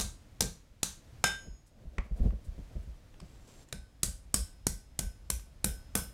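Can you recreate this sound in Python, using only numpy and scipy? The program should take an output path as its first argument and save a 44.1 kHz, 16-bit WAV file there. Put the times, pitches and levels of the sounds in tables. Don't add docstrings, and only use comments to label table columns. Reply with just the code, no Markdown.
import sys
import numpy as np
from scipy import signal
from scipy.fft import rfft, irfft, next_fast_len
from scipy.io import wavfile
from scipy.ndimage import uniform_filter1d, map_coordinates

SR = 44100
rng = np.random.default_rng(int(sys.argv[2]) if len(sys.argv) > 2 else 0)


def transcribe(signal):
    frames = np.atleast_2d(signal).T
    limited = np.clip(frames, -1, 1)
    pcm = np.round(limited * 32767).astype(np.int16)
    wavfile.write(sys.argv[1], SR, pcm)


N = 270333
AGE = np.arange(SR) / SR
HZ = np.fft.rfftfreq(SR, 1 / SR) + 1

# t/s, clack/dB, room echo re clack/dB, clank pitch f/Hz, anvil ring/dB,
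# push/dB, stand knock/dB, floor boom/dB
BLOWS = [(-0.004, -26.5, -6, 3950, -67, -41, -36, -28), (0.4059, -24.5, -7.5, 3950, -66, -36.5, -32, -32.5),
         (0.83, -27, -5.5, 3930, -68.5, -36, -42.5, -43.5), (1.2398, -27, -4.5, 2410, -42, -34, -35, -38.5),
         (3.725, -41, -9, 4030, -70, -60, -39.5, -33.5),
         (4.031, -25.5, -5, 4600, -69.5, -38.5, -37.5, -26.5),
         (4.3411, -24.5, -4.5, 5270, -65, -32.5, -35, -23),
         (4.667, -27.5, -7.5, 5700, -69.5, -27.5, -37, -28.5),
         (4.99, -31, -8, 6760, -67, -37.5, -37, -25.5), (5.3006, -30.5, -7, 5800, -69, -38, -44, -25.5),
         (5.643, -29, -6, 5700, -61.5, -33, -30.5, -24.5),
         (5.952, -31, -2.5, 5630, -60.5, -35, -29.5, -31.5)]
# f/Hz, relative density/dB
KNOCK_SPECTRUM = [(40, -8), (110, 2.5), (190, 4), (290, -9), (480, -10), (750, -25), (1300, -40),
                  (4000, -54), (9000, -100)]
# f/Hz, relative density/dB
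BOOM_SPECTRUM = [(12, -44), (30, -6.5), (48, 4), (62, 2), (85, -11.5), (130, -25), (220, -30), (600, -97)]


def amp(db):
    return 10 ** (np.asarray(db) / 20)


def unit(x):
    return x / np.sqrt(np.mean(x ** 2) + 1e-20)


def pulse(x):
    return x / np.sqrt(np.sum(x ** 2) / (SR * 0.01) + 1e-20)


def along(points, hz):
    f, v = np.transpose(points)
    return np.interp(np.log(hz + 1), np.log(f), v)


def noise(spectrum, size, colour_db=0):
    hz = np.fft.rfftfreq(size, 1 / SR)
    gain = amp(along(spectrum, hz) + colour_db)
    return unit(irfft(rfft(rng.standard_normal(size)) * gain, size))


def wobble(rate_hz, size):
    knots = rng.standard_normal(400)
    return map_coordinates(knots, [np.arange(size) * rate_hz / SR], mode="mirror")


def swell(peak_s, steep):
    u = AGE / peak_s
    return (u * np.exp(1 - u)) ** steep


def resonance(centre_hz, octaves):
    return 1 / (1 + (np.log2(HZ / centre_hz) / octaves) ** 2)


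def add(track, s, x):
    start = round(s * SR)
    x = x[max(-start, 0):N - start]
    track[max(start, 0):][:len(x)] += x


def hold(s):
    # clack pitch f/Hz, body pitch f/Hz, relative body level/dB, place (0 face, 1 edge)
    over_edge = (6400, 900.5, -34.5, 0.9)
    upright = (9000, 560, -38.5, 0.22)
    turned_s = 2.5
    return over_edge if s < turned_s else upright


def contacts(count=2):
    springy_until_s = 0.6
    bounce_s, bounce_shrink, bounce_loss_db = 0.0115, 0.5, 12
    rows = []
    for s, *blow in BLOWS:
        rows.append((s, *blow, 0))
        if s < springy_until_s:
            delays_s = np.cumsum(bounce_s * bounce_shrink ** np.arange(count))
            rows += [(s + delay_s, *blow, bounce_loss_db) for delay_s in delays_s]
    return rows


def workshop(x, gather_s=0.0053):
    # f/Hz, t60/s
    walls = [(300, 0.42), (1000, 0.31), (3000, 0.34), (7000, 0.3), (15000, 0.28)]
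    hz, t, z = signal.stft(x, SR, nperseg=256)
    decay = amp(-60 * t / along(walls, hz)[:, None])
    tail = signal.istft(z * decay, SR, nperseg=256)[1][:SR]
    flutter_db = 4 * wobble(390, size=SR) * np.exp(-AGE / 0.025)
    return pulse(tail * amp(flutter_db) * (1 - np.exp(-AGE / gather_s)))


def clack(spectrum, colour_db, echo_db):
    envelope = swell(0.0021, 2.8) + 0.23 * swell(0.0031, 1.9)
    direct = pulse(envelope * noise(spectrum, SR, colour_db))
    return direct + amp(echo_db) * workshop(noise(spectrum, SR, colour_db))


def hammer(cluster_db=2.4):
    # f/Hz, relative density/dB
    clack_spectrum = [(1500, -48), (3500, -5), (5200, 0.5), (7500, 2.5), (10000, 0.5), (11500, -19),
                      (16000, -22.5)]
    # f/Hz, relative density/dB
    body_spectrum = [(250, -7), (600, 4), (1000, 2), (1400, 1.5), (2400, 1), (4000, 0), (6000, -31.5),
                     (12000, -57.5)]
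    # f/Hz, relative density/dB
    sizzle_spectrum = [(7000, -18), (10500, -8.5), (12300, -9), (13500, -11.5), (15700, -21)]
    usual_ring_db, body_db_per_ring_db = -65.5, 0.4055
    cools_from_s, sizzle_start_db, sizzle_db_per_s = 4.0, -9, 5.5
    tilt_db_per_octave_per_s = 2.5
    out = np.zeros(N)
    for s, db, echo_db, clank_hz, ring_db, *_, loss_db in contacts():
        pitch_hz, body_hz, body_db, _ = hold(s)
        colour_db = cluster_db * wobble(220.6, size=len(HZ))
        colour_db = colour_db + 5 * resonance(pitch_hz, 0.28)
        colour_db = colour_db + 6 * resonance(clank_hz, 0.1) + 5 * resonance(body_hz, 0.17)
        firm_db = body_db_per_ring_db * (ring_db - usual_ring_db)
        cooled_s = max(s - cools_from_s, 0)
        tilt_db = tilt_db_per_octave_per_s * cooled_s * np.log2(1 + HZ / 2000)
        sizzle_db = db + sizzle_start_db + sizzle_db_per_s * cooled_s
        blow = amp(db) * clack(clack_spectrum, colour_db + tilt_db, echo_db)
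        blow += amp(body_db + firm_db) * clack(body_spectrum, colour_db, echo_db)
        blow += amp(sizzle_db) * clack(sizzle_spectrum, colour_db, echo_db)
        add(out, s, amp(-loss_db) * blow)
    return out


def anvil(ring_db=6.0, waver_db=3.0):
    mode_hz = [1514, 1581, 3035, 3625, 5141, 5226, 6688, 9932, 10960, 14180]
    mode_face_db = [10, -1, -14, -11.5, 2, 2, -10.5, -2.5, -13, -13]
    mode_edge_db = [-4.5, 10, -7.5, 6.5, -19, 1, -3, -37, -13.5, -40.5]
    mode_t60_s = [0.44, .35, 0.44, 0.24, 0.88, 0.35, 0.67, .85, .5, .65]
    mode_echo = [0, 0.4, 0, 3.8, 0, 0.5, -0.5, -0.5, -0.5, 0]
    modes = list(zip(mode_hz, mode_face_db, mode_edge_db, mode_t60_s, mode_echo))
    returning = swell(0.079, 5.2)
    attack = 1 - np.exp(-AGE / 0.00092)
    out = np.zeros(N)
    for s, _, _, _, db, *_ in BLOWS:
        *_, place = hold(s)
        ring = np.zeros(SR)
        for hz, face_db, edge_db, t60_s, echo in modes:
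            mode_db = face_db + np.clip(place, 0, 1) * (edge_db - face_db)
            mode_db = mode_db + waver_db * wobble(15, size=SR)
            phase = rng.uniform(0, 2 * np.pi) + 0.5 * wobble(28, size=SR)
            envelope = amp(mode_db - 60 * AGE / t60_s) * (1 + echo * returning)
            ring += envelope * np.sin(2 * np.pi * hz * AGE + phase)
        add(out, s, amp(db + ring_db) * ring * attack)
    return out


def stand(push_s=0.00089):
    stand_hz, stand_upper_hz = 191, 466.6
    usual_knock_db, upper_db_per_knock_db = -37, 1.22
    bounce_knock_share = 0.41
    u = AGE / push_s
    push = pulse(u * (2 - u) * np.exp(-u))
    knock = 2.0 * swell(0.0044, 0.92) + swell(0.022, 1.2) + 0.13 * swell(0.066, 2.0)
    boom = 0.5 * swell(0.0041, 1.3) + swell(0.054, 4.5) + 0.059 * swell(0.33, 1.2)
    out = np.zeros(N)
    for s, *_, push_db, knock_db, boom_db, loss_db in contacts():
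        upper_db = 2.5 + upper_db_per_knock_db * (knock_db - usual_knock_db)
        colour_db = 9 * resonance(stand_hz, 0.11) + upper_db * resonance(stand_upper_hz, 0.18)
        knock_noise = pulse(knock * noise(KNOCK_SPECTRUM, SR, colour_db))
        boom_noise = pulse(boom * noise(BOOM_SPECTRUM, SR))
        add(out, s + 0.0011, amp(push_db - loss_db) * push)
        add(out, s, amp(knock_db - bounce_knock_share * loss_db) * knock_noise)
        add(out, s, amp(boom_db - loss_db - 2.0) * boom_noise)
    return out


def taps(echo_db=-7):
    # t/s, level/dB, pitch f/Hz
    touches = [(1.9816, -37.5, 2110), (2.305, -58, 1920), (3.14, -63, 2700), (3.2007, -53.5, 4800),
               (3.686, -64.5, 7040), (5.394, -59.5, 3850)]
    # f/Hz, relative density/dB
    tongs_spectrum = [(250, -6), (700, -0.5), (2500, 0.5), (4000, -6.5), (8000, -5), (11000, -17),
                      (16000, -27)]
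    tongs_hz = 1120
    even_hz, dulling = 4700, 9.2
    out = np.zeros(N)
    for s, db, pitch_hz in touches:
        dull_db_per_octave = dulling * np.log2(even_hz / pitch_hz)
        colour_db = 9 * resonance(pitch_hz, 0.22) + 9 * resonance(tongs_hz, 0.12)
        colour_db = colour_db - dull_db_per_octave * np.log2(1 + HZ / 2000)
        add(out, s, amp(db) * clack(tongs_spectrum, colour_db, echo_db))
    return out


def floor_thumps():
    # t/s, relative knock level/dB, relative boom level/dB
    thumps = [(1.47, -41.5, -42), (1.807, -49.5, -56), (1.846, -44.5, -41.5), (1.981, -33.5, -30.5),
              (2.11, -36.5, -30.5), (2.196, -32, -21.5), (2.231, -31, -24), (2.253, -23, -27.5),
              (2.322, -36, -35), (2.466, -54, -35.5), (2.579, -38.5, -40.5), (2.754, -36, -34.5),
              (2.873, -46, -40.5), (3.214, -40, -47)]
    # f/Hz, relative density/dB
    shuffle_spectrum = [(100, -31), (200, 9), (350, -3), (620, 0.5), (950, -18.5), (3000, -24),
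                        (14000, -35)]
    usual_shuffle_db, shuffle_s, usual_thump_db, shuffle_db_per_thump_db = -65, 0.07, -40, 0.3848
    out, shuffle = np.zeros(N), np.zeros(N)
    t = np.arange(N) / SR
    floor_db = 9 * resonance(155, 0.22) + 6 * resonance(630, 0.07)
    for s, knock_db, boom_db in thumps:
        knock = pulse(swell(0.0077, 0.82) * noise(KNOCK_SPECTRUM, SR, floor_db))
        boom = pulse(swell(0.018, 0.93) * noise(BOOM_SPECTRUM, SR))
        add(out, s, amp(knock_db - 3.5) * knock)
        add(out, s, amp(boom_db + 6) * boom)
        shuffle_db = usual_shuffle_db + shuffle_db_per_thump_db * (knock_db - usual_thump_db)
        shuffle += amp(shuffle_db) * np.exp(-((t - s) / shuffle_s) ** 2)
    return out + shuffle * amp(3.5 * wobble(35.025, size=N)) * noise(shuffle_spectrum, N)


def scrape():
    # t/s, time to release/s, grit level/dB, initial squeak f/Hz
    slides = [(3.247, 0.227, -68.5, 7800), (3.469, 0.16, -60, 7700), (3.678, 0.016, -68, 7050)]
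    # f/Hz, relative density/dB
    grit_spectrum = [(400, 10), (1500, -5), (4000, -4), (7000, -3.5), (8500, -7), (11000, -11.5),
                     (16000, -21)]
    attack_s, release_s, squeak_re_grit_db, sag_hz_per_s = 0.0072, 0.03, -9, 1500
    out = np.zeros(N)
    for s, length_s, db, squeak_hz in slides:
        stroke = np.interp(AGE, [0, attack_s, length_s, length_s + release_s], [0, 1, 1, 0])
        roughness = unit(uniform_filter1d(rng.standard_normal(SR), size=130))
        grit = unit(amp(2.3 * roughness) * noise(grit_spectrum, SR))
        pitch_hz = (squeak_hz - sag_hz_per_s * AGE) * (1 + 0.012 * roughness)
        squeak = amp(squeak_re_grit_db) * np.sin(2 * np.pi * np.cumsum(pitch_hz) / SR)
        add(out, s, amp(db) * stroke * (grit + squeak))
    return out


def rustles():
    # t/s, level/dB
    brushes = [(1.66, -66), (2.16, -67), (2.439, -63.5), (2.82, -71)]
    # f/Hz, relative density/dB
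    cloth_spectrum = [(2000, -24), (6000, 0), (9500, 2), (13000, -11), (16000, -12)]
    out = np.zeros(N)
    for s, db in brushes:
        add(out, s, amp(db) * pulse(swell(0.013, 1.6) * noise(cloth_spectrum, SR)))
    return out


def background(air_db=-56, drift_db=1.64):
    # f/Hz, relative density/dB
    air_spectrum = [(12, -24.5), (20, 8), (116, 1), (177, -9), (301, -11.5), (399, -18.5), (485, -16.5),
                    (642, -18), (780, -21), (873, -22.5), (1330, -25), (1860, -26), (6540, -32),
                    (16000, -43)]
    return amp(air_db + drift_db * wobble(3.565, size=N)) * noise(air_spectrum, N)


def scene():
    forging = hammer() + anvil() + stand()
    handling = taps() + floor_thumps() + rustles() + scrape()
    return (forging + handling + background())[None]


def record(dry):
    top_hz = 15900
    size = next_fast_len(N + SR)
    hz = np.fft.rfftfreq(size, 1 / SR)
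    low_pass = 1 / (1 + (hz / top_hz) ** 120)
    return irfft(rfft(dry, size) * low_pass, size)[:, :N]


dry = scene()
out = record(dry)
transcribe(out)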